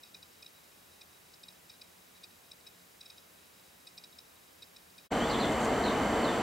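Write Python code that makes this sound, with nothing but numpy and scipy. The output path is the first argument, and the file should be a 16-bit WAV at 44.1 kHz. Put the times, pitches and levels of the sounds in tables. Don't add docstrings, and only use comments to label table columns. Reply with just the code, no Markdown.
import sys
import numpy as np
from scipy import signal
from scipy.fft import rfft, irfft, next_fast_len
from scipy.io import wavfile
from scipy.ndimage import map_coordinates

SR = 44100
rng = np.random.default_rng(int(sys.argv[2]) if len(sys.argv) > 2 else 0)


def materialize(psi):
    bounded = np.clip(np.atleast_2d(psi).T, -1, 1)
    quanta = np.round(bounded * 32767).astype(np.int16)
    wavfile.write(sys.argv[1], SR, quanta)


N = 283122

# centre_s, relative_peak_db, length_s
LENS_TWITCHES = [(0.0348, -40, 0.0056), (0.1466, -38, 0.0071), (0.2284, -43, 0.009),
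                 (0.4264, -39.5, 0.0058), (0.4634, -39.5, 0.0057), (1.015, -41.5, 0.0068),
                 (1.3399, -46.5, 0.0068), (1.4357, -40, 0.0063), (1.486, -39.5, 0.0072),
                 (1.699, -40.5, 0.006), (1.8173, -39, 0.0068), (2.2385, -37, 0.0064),
                 (2.516, -37.5, 0.0056), (2.6706, -40.5, 0.0095), (3.0111, -38, 0.0061),
                 (3.06, -42.5, 0.0091), (3.1023, -40.5, 0.0068), (3.1787, -44, 0.006),
                 (3.8723, -39.5, 0.0073), (3.9799, -37.5, 0.0074), (4.0405, -39, 0.0063),
                 (4.1265, -49.5, 0.0068), (4.1875, -39.5, 0.0064), (4.626, -38.5, 0.0082),
                 (4.7656, -42, 0.0064), (4.983, -42, 0.006)]
# pitch_hz, width_hz, relative_level_db
BARREL_MODES = [(2481, 90, -7.5), (3855, 170, 0), (4750, 180, -7), (5200, 175, -5.5), (5610, 220, -13),
                (8280, 300, -14.5), (8640, 250, -14.5)]
# frequency_hz, relative_density_db
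RUMBLE_COLOUR = [(15, -46), (25, -27), (54, -10), (172, -8), (238, -0.5), (384, -6.5), (439, -4.5),
                 (595, -5.5), (707, -3.5), (1430, -14), (1580, -15.5), (1730, -16), (2100, -15.5),
                 (2400, -27), (3120, -28), (5280, -120)]
# time_s, relative_level_db
RUMBLE_RIDE = [(5.15, -28.5), (6.274, -28), (6.4, -29)]
# frequency_hz, relative_density_db
HISS_COLOUR = [(1700, -29), (2300, 3), (3000, 1.5), (4200, -2), (5200, -8.5), (6500, -9.5), (7800, -10.5),
               (9500, -14.5), (12000, -19.5), (15700, -19)]
# frequency_hz, left_right_likeness
SITE_IMAGE = [(60, 1), (200, 0.99), (380, 0.98), (1300, 0.9), (2400, 0.91), (4400, 0.68), (8100, 1),
              (15000, 1)]
# pitch_hz, width_hz, level_db
GEAR_TONES = [(41.4, 4.2, -57.5), (68, 4.06, -56), (152, 7.2, -50), (210.6, 8, -48), (231.4, 22, -46),
              (305, 15, -48.5), (2110, 16, -58.5), (3480, 19, -75)]
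# pitch_hz, level_db
STEADY_TONES = [(448.3, -44.5), (1561.3, -55.5)]
# carrier_multiple, strongest_offset_drive_multiples, strongest_level_db, fall_per_lower_line_db
WHINE_CLUSTERS = [(1, 3, -52, 20), (2, 2, -55, 2.5), (3, 1, -63.5, 1.8), (4, 0, -62, 2.3),
                  (5, -1, -58.5, 4.6), (5, 5, -59, 8), (6, -2, -72.5, .5)]
# start_s, length_s, first_pitch_hz, last_pitch_hz, relative_level_db, pitch_tremble_share
BIRD_CALLS = [(5.198, 0.072, 2970, 3540, -38.5, 0.013), (5.292, .074, 4764, 3245, -36.5, 0.064),
              (5.389, .07, 4460, 3325, -36.5, 0.044), (5.836, .072, 4290, 3600, -40, .028),
              (6.222, 0.09, 4500, 3420, -42, 0.019)]
# centre_s, relative_level_db, length_s
GRIT_FALLS = [(5.454, -49.5, .004), (5.525, -47.5, .005), (5.604, -51, .006), (5.641, -49.5, .04)]
# frequency_hz, relative_density_db
GRIT_SIZZLE = [(4500, -20), (6400, 2), (8000, -3), (11000, -14), (15000, -26)]
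# frequency_hz, relative_density_db
ROOM_COLOUR = [(12, -51), (20, -26), (76, -8.5), (106, -9), (175, -6.5), (259, -6.5), (631, -6),
               (2400, -11), (3850, -14.5), (4810, -15), (15500, -17.5)]
# frequency_hz, left_right_likeness
ROOM_IMAGE = [(60, 0.93), (130, 0.91), (290, 0.36), (640, -0.27), (1410, -0.12), (3100, 0.33), (6820, 0.81),
              (15000, 1)]
# pitch_hz, width_hz, level_db
VENT_TONES = [(82, 12, -80.5), (179, 10, -78)]
# pitch_hz, width_hz, level_db
CIRCUIT_WHISTLES = [(7499, 3, -86), (10350, 5, -90)]

ROOM_FADE_OUT_S, SITE_FADE_IN_S = (5.062, 5.089), (5.1025, 5.121)


def lens_motor(trim_db=-8.0, idle_db=-71.5, simmer_db=3.5, left_lead_s=.00001):
    simmer = rng.standard_normal(N) * amp(simmer_db * wobble(50))
    sound = amp(idle_db) * unit(filtered(simmer, barrel))
    size = 2048
    t = (np.arange(size) - size // 2) / SR
    ring = barrel(np.fft.rfftfreq(size, 1 / SR))
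    for centre_s, db, length_s in lens_moves():
        friction = rng.standard_normal(size) * np.exp2(-3 * (t / length_s) ** 2)
        twitch = unit(irfft(rfft(friction) * ring)) * np.sqrt(length_s * SR / size)
        sound[round(centre_s * SR) - size // 2:][:size] += amp(db + trim_db) * twitch
    return filtered(sound, lambda hz: np.exp(1j * np.pi * hz * left_lead_s * np.array([[1], [-1]])))


def lens_moves(settle_s=.017, settle_db=-12, scatter_db=0.5, stirs_per_s=1.3, stir_db=-53.5, nudge_s=.0053):
    chance = rng.standard_normal((len(LENS_TWITCHES), 2))
    settling = [(s + settle_s * np.exp(.25 * late), db + settle_db + scatter_db * loud, nudge_s)
                for (s, db, _), (late, loud) in zip(LENS_TWITCHES, chance)]
    stir_times = np.cumsum(rng.uniform(.3, 1.7, size=20)) / stirs_per_s
    stirs = [(s, stir_db, nudge_s) for s in stir_times if s < ROOM_FADE_OUT_S[0]]
    return [*LENS_TWITCHES, *settling, *stirs]


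def barrel(hz):
    return sum(amp(db) / (1 + 1j * (hz - pitch) / width) ** 3 for pitch, width, db in BARREL_MODES)


def machinery(trim_db=-1.34, hiss_db=-46, flutter_db=-0.03, lean_left_db=.15):
    t = clock()
    ride = amp(np.interp(t, *np.transpose(RUMBLE_RIDE)) + trim_db + flutter_db * wobble(11))
    steady = sum(amp(db + 1.5 * wobble(5)) * unit(np.sin(2 * np.pi * hz * t + .5 * wobble(6)))
                 for hz, db in STEADY_TONES)
    roar = ride * noise_bed(RUMBLE_COLOUR, SITE_IMAGE) + drones(GEAR_TONES) + steady
    hiss = amp(hiss_db) * noise_bed(HISS_COLOUR, SITE_IMAGE)
    return roar * amp([[lean_left_db], [-lean_left_db]]) + hiss


def inverter(waver_db=1.5, drift_rad=0.11, spread_rad=0.29):
    t, whine = clock(), np.zeros((2, N))
    for hz, db in sidebands():
        phase = 2 * np.pi * (hz * t + rng.random()) + drift_rad * wobble(6.7)
        stereo_offset = spread_rad * rng.standard_normal() * np.array([[1], [-1]])
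        whine += amp(db + waver_db * wobble(5)) * np.sqrt(2) * np.sin(phase + stereo_offset)
    return whine


def sidebands(carrier_hz=1500.2, drive_hz=20.42, each_side=3, upper_steepness=1.95):
    return [(multiple * carrier_hz + (offset + 2 * step) * drive_hz,
             db - fall_db * max(-step, upper_steepness * step))
            for multiple, offset, db, fall_db in WHINE_CLUSTERS
            for step in range(-each_side, each_side + 1)]


def bird(trim_db=-3, scoop_s=0.00818, scoop_share=.14, glide_ease=1.6, break_db=-10):
    song = np.zeros(N)
    tremble, rasp = wobble(800), unit(amp(3 * wobble(300)))
    for start_s, length_s, first_hz, last_hz, db, shake in BIRD_CALLS:
        progress = np.linspace(0, 1, round(length_s * SR))
        note = slice(round(start_s * SR), round(start_s * SR) + len(progress))
        scoop_end = scoop_s / length_s
        scoop = np.interp(progress, [0, scoop_end], [1 - scoop_share, 1])
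        glide = np.expm1(-glide_ease * np.interp(progress, [scoop_end, 1], [0, 1])) / np.expm1(-glide_ease)
        pitch = (first_hz + (last_hz - first_hz) * glide) * scoop * (1 + shake * tremble[note])
        dip_db = break_db * np.exp(-((progress - 0.47) / 0.07) ** 2)
        envelope = amp(db + trim_db + dip_db) * np.sqrt(2 * np.abs(np.sin(np.pi * progress)))
        song[note] += envelope * np.sin(2 * np.pi * np.cumsum(pitch) / SR)
    return song * rasp


def site_walls(sound, t60_s=0.19, wet_db=-1, width=0.36, build_s=0.0065):
    t = np.arange(SR // 2) / SR
    mid, side = rng.standard_normal((2, len(t))) * amp(-60 * t / t60_s) * (1 - np.exp(-t / build_s))
    tail = np.array([mid + width * side, mid - width * side])
    wet = signal.fftconvolve(sound[None], tail / np.linalg.norm(tail[0]), axes=1)[:, :N]
    return sound + amp(wet_db) * wet


def grit(grain_db=3):
    t = clock()
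    power = sum(amp(db) ** 2 * np.exp2(-np.minimum((2 * (t - centre_s) / length_s) ** 2, 60))
                for centre_s, db, length_s in GRIT_FALLS)
    grains = unit(noise_bed(GRIT_SIZZLE, SITE_IMAGE) * amp(grain_db * wobble(790)))
    return np.sqrt(power) * grains


def quiet_room(hiss_db=-58.5):
    hiss = amp(hiss_db) * noise_bed(ROOM_COLOUR, ROOM_IMAGE)
    return hiss + drones(VENT_TONES) + drones(CIRCUIT_WHISTLES)


def noise_bed(colour, image):
    def mid_side_eq(hz):
        angle = np.arccos(np.clip(curve_at(image, hz), -1, 1)) / 2
        return amp(curve_at(colour, hz)) * [np.cos(angle), np.sin(angle)]
    mid, side = filtered(rng.standard_normal((2, N)), mid_side_eq)
    return unit(np.array([mid + side, mid - side]))


def drones(tones):
    turns = 2 * np.pi * clock()
    return sum(amp(db) * unit(wobble(width) * np.cos(hz * turns) + wobble(width) * np.sin(hz * turns))
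               for hz, width, db in tones)


def wobble(knots_per_s):
    knots = rng.standard_normal(int(N * knots_per_s / SR) + 4)
    return unit(map_coordinates(knots, [clock() * knots_per_s]))


def filtered(x, response):
    size = next_fast_len(N + SR // 2)
    return irfft(rfft(x, size) * response(np.fft.rfftfreq(size, 1 / SR)), size)[..., :N]


def curve_at(points, hz):
    point_hz, values = np.transpose(points)
    return np.interp(np.log(hz + 1), np.log(point_hz + 1), values)


def amp(db):
    return 10 ** (np.asarray(db) / 20)


def unit(x):
    return x / np.sqrt(np.mean(x ** 2) + 1e-20)


def clock():
    return np.arange(N) / SR


def scene():
    indoors = quiet_room() + lens_motor()
    outdoors = machinery() + inverter() + site_walls(bird()) + grit()
    fade_out = np.interp(clock(), ROOM_FADE_OUT_S, [1, 0]) ** 2
    fade_in = np.interp(clock(), SITE_FADE_IN_S, [0, 1]) ** 2
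    return indoors * fade_out + outdoors * fade_in


def record(dry, top_hz=15800):
    return filtered(dry, lambda hz: hz < top_hz)


dry = scene()
out = record(dry)
materialize(out)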